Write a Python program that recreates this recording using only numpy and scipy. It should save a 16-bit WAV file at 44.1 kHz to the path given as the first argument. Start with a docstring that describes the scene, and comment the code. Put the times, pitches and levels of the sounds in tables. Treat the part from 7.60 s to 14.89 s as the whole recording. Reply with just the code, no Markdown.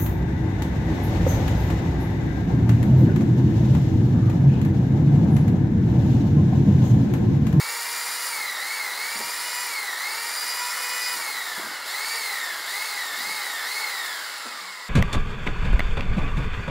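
"""A small tiled room, where an electric drill turns a paddle in a plastic drum of thick syrup.
Each squeeze of the trigger spins the rotor up; let go, it coasts. The five-tooth pinion whines,
rougher under load; the motor sings, the gear case rattles, the fan rushes and the brushes fizz.
The syrup washes against the drum and now and then gulps air. One close microphone hears it all."""
import sys
import numpy as np
from scipy import signal
from scipy.fft import rfft, irfft, next_fast_len
from scipy.io import wavfile
from scipy.ndimage import uniform_filter1d, map_coordinates

SR = 44100
rng = np.random.default_rng(int(sys.argv[2]) if len(sys.argv) > 2 else 0)


def transcribe(u):
    """Save the signal u as a 16-bit wav file named by the first command-line argument.

    u: samples, shape (n,) or (channels, n), limited to [-1, 1]; the rate is SR.
    q: integer samples, one column per channel.
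    """
    v = np.clip(np.atleast_2d(u).T, -1, 1)
    q = np.round(v * 32767).astype(np.int16)
    wavfile.write(sys.argv[1], SR, q)


N = 321489
FULL_HZ = 490  # rotor turns a second at speed 1
PINION, WHEEL = 5, 28  # teeth

# Trigger squeezes: pressed_s, released_s, target_hz
SQUEEZES = [(-.229, .675, 483.6), (.984, 1.163, 488.6), (1.329, 2.041, 493.2), (2.369, 3.536, 494.1),
            (4.251, 4.561, 492.4), (5.053, 5.261, 487.2), (5.558, 5.727, 489.6), (6.037, 6.21, 491.2)]
def rotor_speed():
    """Squeezed, the rotor spins up; let go, it coasts. Gives turns a second and current 0-1."""
    start_hz, settle_s, coast_s = 300, .286, 2.594
    pull_hz, surge_hz = 92.9, 154  # speed shortfalls that double the pull, and draw full current
    drag_hz = 249.7  # here the syrup's drag equals the dry friction
    t = np.arange(N) / SR
    turns, current = np.full(N, float(start_hz)), np.zeros(N)
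    for pressed, released, target_hz in SQUEEZES:
        shortfall = target_hz - np.interp(pressed, t, turns)
        left = np.exp(-np.maximum(t - pressed, 0) / settle_s)
        rising = target_hz - shortfall * left / (1 + shortfall / pull_hz * (1 - left))
        turns = np.where(t > pressed, rising, turns)
        release_hz = np.interp(released, t, turns)
        slowing = np.arctan(release_hz / drag_hz) - np.maximum(t - released, 0) / coast_s
        turns = np.where(t > released, drag_hz * np.tan(np.maximum(slowing, 0)), turns)
        held = (t > pressed) & (t < released)
        current += held * np.clip((target_hz - turns) / surge_hz, 0, 1)
    return turns, uniform_filter1d(current, SR // 40)


# The tooth tone and its overtones: rotor_multiple, level_db
TOOTH_TONES = {5: 0, 10: 0, 15: -5, 20: -8, 25: -16, 30: -15}
# How the gear case radiates the whine: frequency_hz, gain_db
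WHINE_EQ = [(950, -39), (1300, -36.5), (1600, -39), (1850, -33.5), (2200, -34.5), (2420, -43),
            (3200, -46.5), (3600, -38), (4900, -42.5), (5400, -43), (6400, -47.5), (7380, -39.5),
            (8000, -46), (9550, -36), (9900, -38), (12000, -51)]
# Swells of the whine's octave: peak_s, boost_db
OCTAVE_SWELLS = [(2.87, 7.5), (3.45, 6), (4.55, 7), (6.21, 4)]
def gears(angle, wheel, speed, load, treble_db):
    """Tooth tones glide through the case's resonances; runout and backlash shake them under load."""
    t = np.arange(N) / SR
    shake = (.012 + .045 * load) * np.sin(wheel) + (.006 + .055 * load) * wobble(170)
    sway = 1 + 0.24 * np.sin(wheel + 1)  # the wheel presses harder once a turn
    gain = {k: amp(db + along(WHINE_EQ, k * speed * FULL_HZ)) for k, db in TOOTH_TONES.items()}
    swell = amp(sum(db * np.exp(-((t - s) / 0.11) ** 2) for s, db in OCTAVE_SWELLS))
    tooth = gain[PINION] * tone(PINION * (angle + 2.2 * shake), flutter_db=3, flutter_hz=80)
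    octave = tone(2 * PINION * (angle + 1.05 * shake), flutter_db=2, flutter_hz=50)
    octave *= gain[2 * PINION] * swell
    overtones = sum(gain[k] * tone(k * (angle + .65 * shake), flutter_db=3, flutter_hz=60)
                    for k in TOOTH_TONES if k > 2 * PINION)
    return speed ** 1.7 * sway * (tooth + octave + amp(treble_db) * overtones)


# Imbalance, armature slots and fan blades: rotor_multiple, level_db, speed_exponent
ROTOR_TONES = [(1, -55, 6), (2, -45, 4), (3, -53, 3), (4, -42.5, 7), (6, -49.5, 2), (9, -49.5, 3),
               (11, -46, 5), (12, -49.5, 4), (19, -52.5, 7), (21, -52.5, 6)]
# Ball bearings, singing between the rotor's harmonics: rotor_multiple, level_db
BEARING_TONES = [(2.71, -52), (2.85, -51), (3.64, -51), (4.28, -47), (4.82, -53)]
def motor(angle, speed, load):
    """Rotor and bearings sing out near full speed; load blurs the rotor's tones."""
    blur = (.03 + .16 * load) * wobble(110)
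    rotor = sum(amp(db) * speed ** grows
                * tone(k * (angle + blur / np.sqrt(k)), flutter_db=3, flutter_hz=45)
                for k, db, grows in ROTOR_TONES)
    bearings = stack(angle + 0.2 * wobble(25), BEARING_TONES, flutter_db=3.5, flutter_hz=27)
    return rotor + speed ** 14 * bearings


# The commutator's whistle: rotor_multiple, level_db
BAR_TONES = {24: -58, 35: -60, 37: -53, 48: -59.5, 60: -62, 72: -63}
def commutator(angle, speed):
    """The bars flick past the brushes in a fluttering whistle, even while coasting."""
    jittered = angle + .006 * wobble(250)
    return speed ** 0.54 * stack(jittered, BAR_TONES.items(), flutter_db=3.5, flutter_hz=70)


# The motor pulling hard: rotor_multiple, level_db
STRAIN_TONES = {11: -50, 12: -44, 15: -48, 24: -48, 35: -54, 37: -52}
def strain(angle, current):
    """Rotor, tooth and commutator tones sing out with each surge of current."""
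    jittered = angle + 0.025 * wobble(150)
    return current * stack(jittered, STRAIN_TONES.items(), flutter_db=3.5, flutter_hz=75)


# What the housing lets out: frequency_hz, gain_db
HOUSING_EQ = [(4000, 0), (5000, 2), (5800, -2), (6800, -8), (8000, -6), (9000, 2), (11500, -1), (13000, -1),
              (15000, 1)]
def housing(whistle):
    """The housing colours the whistle on its way out."""
    return filtered(whistle, lambda hz: amp(along(HOUSING_EQ, hz)))


# Colour of the rattle: frequency_hz, relative_db
CASE_SPECTRUM = [(40, -57), (110, -28.5), (200, -22.5), (430, -10), (680, -7), (850, -2), (1350, 2),
                 (1600, -1), (2050, 4), (2250, 0.5), (2450, -18), (3200, -15), (5000, -17), (6000, -21),
                 (12000, -20)]
def case_rattle(angle):
    """Backlash rattles the gear case in rough bursts, pulsing with each turn."""
    pulses = rng.standard_normal(N) * (1 + 0.28 * np.sin(angle))
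    roughness = amp(0.23 * wobble(160) + 0.58 * wobble(18))
    return coloured(pulses * roughness, CASE_SPECTRUM)


# Colour of the air in the vents: frequency_hz, relative_db
VENT_SPECTRUM = [(900, -27), (2400, -1), (3200, -1), (3800, 4.5), (4500, 5), (5050, 5), (5600, -5),
                 (6400, -9), (7500, 0.5), (8100, -9.5), (9500, -8), (12000, -49.5), (16000, -48)]
def fan(angle, wheel, current, fan_db):
    """Fan air pulses through the vents; a surge of current adds a noisy armature buzz."""
    air = rng.standard_normal(N) * (1 + 0.14 * np.sin(angle)) * (1 + 0.049 * np.sin(wheel))
    buzz = amp(-46) * current * noise(VENT_SPECTRUM)
    return amp(fan_db) * coloured(air, VENT_SPECTRUM) + buzz


# Colour of the fizz: frequency_hz, relative_db
BRUSH_SPECTRUM = [(3000, -29.5), (5500, -1), (7300, 1), (8050, -3), (8800, 2), (10200, 2), (11800, 0),
                  (13000, -4.5), (14400, -1.5), (16000, -0.5)]
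def brushes(angle, wheel, turns):
    """The brushes spark once a turn; slow sparks are duller."""
    treble_hz, bright_turns_hz = 11000, 325
    flicker_db = 2.6 * np.sin(angle) + 0.92 * np.sin(wheel) + 1.1 * wobble(1800) + 0.8 * wobble(40)
    fizz = coloured(rng.standard_normal(N) * amp(flicker_db), BRUSH_SPECTRUM)
    treble = filtered(fizz, lambda hz: 1 - 1 / (1 + (hz / treble_hz) ** 10))
    dullness = np.clip(1 - (turns / bright_turns_hz) ** 2, 0, 1)
    return fizz - treble * dullness


# Noise faders that follow the speed: rotor_hz, rattle_db, fan_db, brush_db
NOISE_FADERS = [(188, -42, -44, -53), (270, -37, -40.3, -45), (338, -34.5, -38, -40),
                (427, -34.5, -37.5, -37), (493, -35, -36, -33.5)]
def drill_noise(angle, wheel, turns, current, vents_db, treble_db):
    """Rattle, air and fizz grow with speed; a surge of current adds a little sparking."""
    speeds, *levels = np.transpose(NOISE_FADERS)
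    rattle_db, fan_db, brush_db = [np.interp(turns, speeds, db) for db in levels]
    rattle = amp(rattle_db) * case_rattle(angle)
    air = amp(vents_db) * fan(angle, wheel, current, fan_db)
    fizz = amp(brush_db + treble_db + 0.5 * current) * brushes(angle, wheel, turns)
    return rattle + air + fizz


# The syrup gulps air: start_s, level_db, pitch_hz, t60_s
GULPS = [(0.751, -48, 292, 0.21), (1.555, -35, 193, 0.073), (1.592, -35, 208, 0.072),
         (1.603, -26, 604, 0.04), (1.622, -35, 285, 0.048), (1.642, -42, 140, 0.067),
         (3.56, -52, 167, 0.16), (3.976, -31, 195, 0.06), (3.995, -20, 307, 0.026), (4.033, -41, 215, .08),
         (4.069, -43, 269, 0.14), (5.601, -42.5, 230, .08), (6.852, -30.5, 328, 0.053),
         (6.861, -40, 230, .15), (6.924, -52, 234, 0.23), (7.0, -55, 181, .4)]
def syrup_gulps():
    """Each air pocket rings briefly, rising in pitch, with a soft wet slap."""
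    rings, slaps = np.zeros((2, N + SR))
    t = np.arange(SR // 2) / SR
    for start_s, level_db, pitch_hz, t60_s in GULPS:
        envelope = amp(level_db - 60 * t / t60_s) * (1 - np.exp(-t / 0.0073))
        glide_hz = pitch_hz * (1 + 0.13 * np.minimum(t / t60_s, 1))
        at = round(start_s * SR)
        rings[at:at + len(t)] += envelope * np.sin(2 * np.pi * np.cumsum(glide_hz) / SR)
        slaps[at:at + len(t)] += envelope
    wet = noise([(40, -35), (100, -18), (170, -1), (280, 10.5), (700, 9), (1500, 5), (4000, -50)])
    return rings[:N] + slaps[:N] * wet


# Waves rolling against the drum: crest_s, level_db
WAVES = [(.8, -65), (3.6, -56.5), (4.07, -54.5), (4.95, -61), (5.68, -55)]
def syrup_wash():
    """Syrup washes low against the plastic wall, swelling in waves over the steady stirring."""
    rise_s, fall_s, stir_db = 0.1, 0.076, -76
    t = np.arange(N) / SR
    waves = sum(amp(db) * np.exp(-np.maximum((s - t) / rise_s, (t - s) / fall_s)) for s, db in WAVES)
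    wash = noise([(30, -25), (55, -28), (75, -1), (100, -20),
                  (145, -2.5), (260, 0.5), (600, -2), (2000, -44)])
    return (amp(stir_db) + waves) * amp(4.2 * wobble(13)) * wash


# Narrow resonances and one notch: centre_hz, width_hz, gain_db
BODY_MODES = [(480, 8.9, 0.5), (835, 11, 6), (980, 6.9, 6.5), (1400, 21, 2), (1842, 10, 7.5),
              (2150, 32, 3.5), (2383, 133, -5.5), (2458, 21, 3.5), (2950, 8.3, 6), (7510, 59, 3)]
def resonances(hz):
    """Drill and drum ring in narrow bands; gives the gain at each frequency."""
    return amp(sum(db / (1 + (2 * (hz - centre) / width) ** 2) for centre, width, db in BODY_MODES))


# The room's decay: frequency_hz, t60_s
ROOM_DECAY = [(150, 0.43), (2000, 0.46), (8000, 0.073), (16000, 0.011)]
def tiles(x):
    """The tiled room's short ring, dying faster in the treble."""
    hz, t, bands = signal.stft(rng.standard_normal(SR // 2), SR, nperseg=256)
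    decay = amp(-60 * t / along(ROOM_DECAY, hz)[:, None])
    tail = signal.istft(bands * decay, SR, nperseg=256)[1]
    delayed = np.pad(x, (SR // 200, 0))
    return signal.fftconvolve(delayed, tail / np.linalg.norm(tail))[:N]


def rumble():
    """A steady low rumble under everything."""
    return noise([(25, -14), (50, -8), (68, -6), (82, 10), (100, 0.5), (400, -1), (4000, -35)])


def amp(db):
    """Decibels to gain."""
    return 10 ** (np.asarray(db) / 20)


def unit(x):
    """Scale to rms 1."""
    return x / np.sqrt(np.mean(x ** 2) + 1e-20)


def along(points, hz):
    """Read (frequency_hz, value) points on a log axis."""
    frequencies, values = np.transpose(points)
    return np.interp(np.log(hz + 1), np.log(frequencies + 1), values)


def wobble(rate_hz):
    """A smooth random curve with rate_hz knots a second."""
    return map_coordinates(rng.standard_normal(N // 8), [np.arange(N) * rate_hz / SR + 4], mode="wrap")


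def filtered(x, response):
    """x through a gain that depends on frequency."""
    size = next_fast_len(N + SR // 4)
    return irfft(rfft(x, size) * response(np.fft.rfftfreq(size, 1 / SR)), size)[:N]


def coloured(x, spectrum):
    """x through a (frequency_hz, relative_db) spectrum, at rms 1."""
    return unit(filtered(x, lambda hz: amp(along(spectrum, hz))))


def noise(spectrum):
    """Steady coloured noise at rms 1."""
    return coloured(rng.standard_normal(N), spectrum)


def tone(angle, flutter_db, flutter_hz):
    """A sine of rms 1 whose level flutters."""
    return unit(np.sin(angle + rng.uniform(0, 2 * np.pi)) * amp(flutter_db * wobble(flutter_hz)))


def stack(angle, orders, flutter_db, flutter_hz):
    """Tones locked to multiples of the rotor angle."""
    return sum(amp(db) * tone(k * angle, flutter_db, flutter_hz) for k, db in orders)


# The hand turns the drill, changing what faces the microphone: time_s, vents_db, treble_db
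FACING = [(0, -1, 1), (.7, -1, 1.7), (1.1, -1, 0), (3.5, -0.8, 0), (4.5, 1, 0.9), (7.29, 1.5, -1.5)]
def scene():
    """One rotor drives every part of the drill; the syrup and the room sit behind it."""
    turns, current = rotor_speed()
    times, *levels = np.transpose(FACING)
    vents_db, treble_db = [np.interp(np.arange(N) / SR, times, db) for db in levels]
    angle = 2 * np.pi * np.cumsum(turns * (1 + .0004 * wobble(30))) / SR
    wheel = angle * PINION / WHEEL
    speed = turns / FULL_HZ
    load = np.clip(6 * (1 - speed), 0, 1)  # the teeth chatter below full speed
    bite = amp(0.5 * current)  # and bite harder at full current
    whistle = housing(commutator(angle, speed) + strain(angle, current))
    ringing = motor(angle, speed, load) + bite * gears(angle, wheel, speed, load, treble_db)
    ringing += whistle + syrup_gulps()
    ringing += amp(-12) * tiles(ringing)
    floor = amp(-94.5) * rumble()
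    rush = drill_noise(angle, wheel, turns, current, vents_db, treble_db)
    mono = filtered(amp(1.1) * ringing + rush, resonances) + syrup_wash() + floor
    return np.array([mono, mono])


def record(dry):
    """The microphone sheds the deepest bass, and the very top is cut off."""
    bass_hz, top_hz = 45, 15730
    return np.array([filtered(x, lambda hz: hz ** 2 / (hz ** 2 + bass_hz ** 2) * (hz < top_hz))
                     for x in dry])


dry = scene()
out = record(dry)
transcribe(out)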